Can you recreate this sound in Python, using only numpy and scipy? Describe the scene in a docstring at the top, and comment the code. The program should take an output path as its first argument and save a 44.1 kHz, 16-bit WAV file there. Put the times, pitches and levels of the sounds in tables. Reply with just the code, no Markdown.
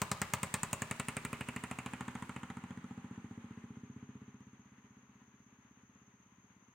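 """A palm-lined lane. A big single-cylinder motorcycle pulls away about nine metres from the microphone,
loping briefly as the clutch bites. Each firing is an exhaust thump, a bark of gas and a sharp crack,
scattered by the trunks. As it slowly gathers speed, grass and distance take the treble away. From 2.5 s
it slips behind an overgrown bend; just after 4 s the rider eases off. Engine clatter and tyres fade
into a faint outdoor hush with trilling insects, while the exhaust thumps on, far off."""
import sys
import numpy as np
from scipy import signal
from scipy.fft import rfft, irfft
from scipy.io import wavfile
from scipy.ndimage import uniform_filter1d

SR = 44100
rng = np.random.default_rng(int(sys.argv[2]) if len(sys.argv) > 2 else 0)


def wav_out(sig):
    """Save sig, one row per channel (or a flat mono array), as 16-bit PCM at SR to the path in sys.argv[1]."""
    wavfile.write(sys.argv[1], SR, np.round(np.clip(np.atleast_2d(sig).T, -1, 1) * 32767).astype(np.int16))


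N = 297234
TIME = np.arange(N) / SR

# spectra of the still air and of the insects in the grass: f/Hz, relative level/dB
HUSH_COLOUR = [(30, -2.5), (100, 31), (500, 6.5), (2500, -3.5), (5000, 2), (9000, -2), (15000, -2.5)]
INSECT_COLOUR = [(5300, -53.5), (5800, -19.5), (6100, -4), (6380, 0.5), (6750, -6), (7050, -15.5),
                 (7400, -46.5)]
# likeness of scattered sound at the two sides of the microphone: f/Hz, correlation
DIFFUSE_LIKENESS = [(90, .998), (250, 1), (640, 0.83), (1400, 0.41), (3100, .1), (8000, 0.035)]
# rush of tyres and engine block, rattle of valve gear and chain: t/s, relative level/dB
ROLL_FADE = [(0.0, -57), (2.01, -55.5), (4.54, -67.5), (6.74, -70.5)]
RATTLE_FADE = [(0, -51), (.7, -50), (1.5, -53.5), (2.3, -57.5), (2.8, -67), (3.6, -73.5), (5, -103)]
# their spectra: f/Hz, relative level/dB
ROLL_COLOUR = [(50, -25.5), (130, -8), (300, 1.5), (650, -8), (1000, 3), (1500, -0.5), (2000, -2.5),
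               (2800, -6), (3800, -15.5), (5300, -27.5), (8000, -29), (15000, -45)]
RATTLE_COLOUR = [(2500, 1.5), (4000, -4.5), (5300, -7.5), (7500, -1.5), (9500, -7), (11800, -15.5),
                 (15000, -14.5)]
# bearing of the bark and running gear as the lane bends: t/s, left minus right level/dB
BEARING = [(0, 1.5), (.7, 0), (2, -1.5), (3, 0), (4.5, 2.5), (6.74, 5.5)]
# engine speed as heard at the microphone: t/s, firing rate/Hz
FIRING_RATE = [(0.0, 10.44), (0.437, 8.924), (0.471, 9.857), (1.517, 13.15), (1.548, 13.255),
               (1.992, 13.642), (2.319, 14.409), (3.04, 14.942), (3.599, 15.246), (4.155, 15.837),
               (6.545, 16.505), (6.7, 17.23)]
# moments at which the bike is close, up the lane and at the bend: t/s
STAGES_S = [0.19, 1.42, 3.02]
# thump and bark, coloured by the path over grass: f/Hz, relative level/dB (close, lane, bend, far)
THUMP_COLOUR = [(32.8, -61, -73, -66, -52.5), (60.2, -16, -11.5, -18.5, -10), (97.5, -3.5, -2, -6.5, -6),
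                (130.8, -2, -1, 0.5, 3), (163, -2, -3, -10.5, -17.5), (178.7, 2, -5, -2, 2.5),
                (244.7, -6.5, 2.5, 0.5, 2.5), (300.6, -26.5, -9, -11, -8), (385, -15.5, -23.5, -26, -24.5),
                (411.3, -8.5, -7.5, -10.5, -10), (465, -23, -22, -25.5, -28.5),
                (900, -39, -41, -69.5, -59.5)]
BARK_COLOUR = [(299, -21, -27, -22, -14), (481, -20.5, -3, -18, -9), (526, 2, -4, 1, -9),
               (664, -5.5, -1.5, -28, -32), (785, -4.5, -2, 4, -11), (1065, 5.5, 2, -3.5, 11),
               (1360, -3, 0.5, 0.5, -6), (1540, -7.5, -5.5, -9.5, -26), (1930, -4.5, 2, -6.5, 8),
               (2855, -11, 0.5, -24, -31), (3190, -13.5, -14.5, -13.5, -11), (5200, -16.5, -28, -48, -34),
               (9000, -32, -48.5, -66, -30)]
# crack at the pipe's mouth: f/Hz, relative level/dB (close, lane, from the bend on)
CRACK_COLOUR = [(1484, -38, -23, -33), (3800, -12.5, -7, -20), (5250, -15, -39, -10),
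                (6760, 3.5, 1.5, 16.5), (8290, 3, 6, 5.5), (10200, -13.5, -5, -11), (10950, -20, -7, 4.5),
                (10900, -23, -32, -46), (13670, -9, -18, -38)]
# crack against bark, set by the throttle and by leaves in the way: t/s, relative level/dB
CRACK_OVER_BARK = [(0.3, 1.5), (.7, 7), (.9, 0), (1.24, 1), (1.34, -8), (1.64, -3.5), (2.0, -8.5),
                   (4.0, -17.5), (4.5, 0.5), (4.9, -17.5)]

START_M, SPEED_M_S, ACCEL_M_S2 = 8.6, 3.69, 1.05  # the ride away from the microphone
CLUTCH_S, LOPE_LATE_S, LOPE_FADE_S, LOPE_DB = .3, .01538, .2594, 3
BEND_S, BEND_FADE_S, BEND_DB = 2.474, 0.6, -18  # the overgrowth screens bark and crack
EASE_S, EASE_FADE_S, EASE_THUMP_DB, EASE_BARK_DB = 4.145, 0.31, -10.5, -1  # the throttle eases


def undb(db):
    """Decibels to gain."""
    return 10 ** (np.asarray(db) / 20)


def unit(x):
    """Scale to rms 1."""
    return x / np.sqrt(np.mean(x ** 2))


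def curve(rows, s=TIME):
    """Join (t/s, value) rows by straight lines."""
    return np.interp(s, *np.transpose(rows))


def settle(s, start_s, fade_s):
    """A change that begins at start_s and settles from 0 to 1."""
    return 1 - np.exp(-np.maximum(s - start_s, 0) / fade_s)


def on_log_axis(points, size):
    """Read (f/Hz, value) points at the bins of a transform."""
    hz, value = np.transpose(points)
    return np.interp(np.log(np.arange(size // 2 + 1) * SR / size + 1), np.log(hz), value)


def ring(points, size=8192):
    """Causal impulse response of a body with the given (f/Hz, level/dB) spectrum."""
    cepstrum = irfft(np.log(undb(on_log_axis(points, size))))
    cepstrum[1:size // 2] *= 2
    cepstrum[size // 2 + 1:] = 0
    return irfft(np.exp(rfft(cepstrum)))


def through(x, response):
    """Pass both channels through an impulse response."""
    return signal.fftconvolve(x, np.atleast_2d(response), axes=-1)[:, :x.shape[-1]]


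def pair(likeness, size=N):
    """Left and right noise with the given correlation."""
    mid, side = rfft(rng.standard_normal((2, size)))
    mid, side = mid * np.sqrt((1 + likeness) / 2), side * np.sqrt((1 - likeness) / 2)
    return irfft([mid + side, mid - side], size)


def diffuse(size=N):
    """Noise from all around the microphone: alike in the bass, unrelated in the treble."""
    return pair(on_log_axis(DIFFUSE_LIKENESS, size), size)


def wander(rate_hz):
    """Smooth random drift with rms 1."""
    hold = int(SR / rate_hz)
    steps = np.repeat(rng.standard_normal(N // hold + 1), hold)
    return unit(uniform_filter1d(steps, hold)[:N])


def add(track, s, sound, db, span_s):
    """Place a sound so that its level over its first span_s seconds is db."""
    start = max(int(s * SR), 0)
    sound = sound * undb(db) / np.sqrt(np.mean(sound[..., :int(span_s * SR)] ** 2))
    track[:, start:start + sound.shape[-1]] += sound[..., :N - start]


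def hush(level_db):
    """Still air over the lane: a low, steady noise from all sides."""
    return unit(through(diffuse(), ring(HUSH_COLOUR))) * undb(level_db)


def insects(level_db, trill_hz, trill_db, flicker_db):
    """Insects in the grass on either side of the microphone trill in one narrow band."""
    chorus = unit(through(pair(likeness=-0.44), ring(INSECT_COLOUR)))
    trill = np.sin(2 * np.pi * np.cumsum(trill_hz * (1 + 0.021 * wander(3.7))) / SR)
    flicker = np.array([wander(50), wander(50)])
    return chorus * undb(level_db + trill_db * trill + flicker_db * flicker)


def grove(x, t60_s, onset_s, spots=7, size=30000):
    """Trunks and undergrowth send back a fading scatter whose pattern shifts as the bike moves."""
    out, t, step = np.zeros((2, N + size)), np.arange(size) / SR, N // (spots - 1)
    envelope = (1 - np.exp(-(t / onset_s) ** 2)) * np.exp(-np.log(1000) * t / t60_s)
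    for centre in step * np.arange(spots):
        span = np.arange(max(centre - step, 0), min(centre + step, N))
        trunks = undb(4 * np.repeat(rng.standard_normal(size // 100), 100))
        response = unit(diffuse(size) * trunks * envelope) / np.sqrt(size)
        stretch = x[:, span] * np.cos(np.pi / 2 * (span - centre) / step)  # crossfade between spots
        out[:, span[0]:span[-1] + size] += signal.fftconvolve(stretch, response, axes=-1)
    return out[:, :N]


def lane_scatter(thump, bark, crack, trunk_hz=74.3):
    """The exhaust comes back off the palms; the longest waves bend round the trunks instead."""
    short_waves = signal.sosfilt(signal.butter(2, trunk_hz, "high", fs=SR, output="sos"), thump)
    bark_share_db = -11 + 7.5 * settle(TIME, BEND_S, BEND_FADE_S)  # grows as the direct path is screened
    return (undb(-8.0) * grove(short_waves, t60_s=0.41, onset_s=0.0028)
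            + undb(bark_share_db) * grove(bark, t60_s=0.91, onset_s=0.0129)
            + undb(-15.5) * grove(crack, t60_s=0.13, onset_s=0.01094))


def running_gear():
    """Tyres and engine block give a rough rush; at close range valve gear and chain rattle above it."""
    roll = unit(through(diffuse(), ring(ROLL_COLOUR)))
    roll *= undb(curve(ROLL_FADE) - 1.5 + 1.2 * wander(40))
    rattle = unit(through(diffuse(), ring(RATTLE_COLOUR)))
    rattle *= undb(curve(RATTLE_FADE) - 6.0 + 1.5 * wander(360))
    return roll + rattle


def firings(first_s=.0169):
    """Time and lope (0-1) of each firing: as the clutch takes the load, every other one comes late."""
    cycles = np.cumsum(curve(FIRING_RATE)) / SR
    cycles -= np.interp(first_s, TIME, cycles)
    index = np.arange(int(cycles[-1]) + 1)
    s = np.interp(index, cycles, TIME)
    lope = (index % 2) * (s > CLUTCH_S) * (1 - settle(s, CLUTCH_S, LOPE_FADE_S))
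    return s + LOPE_LATE_S * lope, lope


def strengths(s, lope, grass_db_per_m=0.41):
    """Level/dB of each firing's thump, bark and crack, from distance, the bend and the throttle."""
    ridden_m = SPEED_M_S * s + ACCEL_M_S2 * s ** 2 / 2
    spreading = -20 * np.log10(1 + ridden_m / START_M)
    eased, hidden = settle(s, EASE_S, EASE_FADE_S), settle(s, BEND_S, BEND_FADE_S)
    thump_chance, bark_chance = rng.standard_normal((len(s), 2)).T
    thump = -36.5 + spreading + EASE_THUMP_DB * eased
    thump += (0.3 + 0.7 * eased) * thump_chance  # less even off the throttle
    thump += 1.5 * np.exp(-((s - 3.27) / .22) ** 2)  # a brief swell in the bend
    bark = -33 + spreading - grass_db_per_m * ridden_m + BEND_DB * hidden + EASE_BARK_DB * eased
    bark += LOPE_DB * lope + 0.65 * bark_chance
    return thump, bark, bark + curve(CRACK_OVER_BARK, s)


def colour_at(table, s, spread_db):
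    """One firing's spectrum follows the path, then the easing throttle; no two burn quite alike."""
    rows = np.array(table, float)
    pulling = np.array([np.interp(s, STAGES_S, row[1:1 + len(STAGES_S)]) for row in rows])
    db = pulling + settle(s, EASE_S, EASE_FADE_S) * (rows[:, -1] - pulling)
    return np.c_[rows[:, 0], db + spread_db * rng.standard_normal(len(rows))]


def puffs(times, levels, colour, spread_db, delay_s, rise_s, fall_s, tail_db, tail_s,
          repeat, likeness, span_s, size=2600):
    """Turbulent gas bursts from the pipe at each firing; part of its pattern is the same every time."""
    out, t = np.zeros((2, N)), np.arange(size) / SR
    decay = np.exp(-t / fall_s) + undb(tail_db) * np.exp(-t / tail_s)
    envelope = (1 - np.exp(-(t / rise_s) ** 2)) * decay
    pattern = pair(likeness, size)
    for s, db in zip(times, levels):
        gas = repeat * pattern + pair(likeness, size)
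        body = ring(colour_at(colour, s, spread_db), size=2048)
        add(out, s + delay_s, through(gas * envelope, body), db, span_s)
    return out


def thumps(times, levels):
    """Each firing sends a pressure pulse that rings the exhaust."""
    out = np.zeros((2, N))
    for s, db in zip(times, levels):
        add(out, s, ring(colour_at(THUMP_COLOUR, s, spread_db=1.0)), db, span_s=0.021)
    return out


def scene():
    """The lane from the microphone: still air and insects behind the departing bike and its scatter."""
    times, lope = firings()
    thump_db, bark_db, crack_db = strengths(times, lope)
    thump = thumps(times, thump_db)
    bark = puffs(times, bark_db, BARK_COLOUR, spread_db=2.16, delay_s=.0001, rise_s=0.0006,
                 fall_s=0.0054, tail_db=-14.5, tail_s=0.027, repeat=0.55, likeness=0.99, span_s=0.0085)
    crack = puffs(times, crack_db, CRACK_COLOUR, spread_db=2.8, delay_s=0.00035, rise_s=0.00067,
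                  fall_s=0.00037, tail_db=-28.5, tail_s=0.0068, repeat=0.85, likeness=.82, span_s=0.0034)
    scatter = lane_scatter(thump, bark, crack)
    sides = np.array([[.5], [-.5]])
    bike = thump + (bark + running_gear()) * undb(sides * curve(BEARING))
    bike += crack * undb(sides * 1.6)  # a little left of centre
    background = hush(level_db=-80.5)
    background += insects(level_db=-74.5, trill_hz=24.7, trill_db=1.5, flicker_db=1.5)
    return background + scatter + bike


def record(dry):
    """The recorder cuts the top above 16 kHz."""
    return signal.sosfilt(signal.ellip(8, .2, 70, 16000, fs=SR, output="sos"), dry)


dry = scene()
out = record(dry)
wav_out(out)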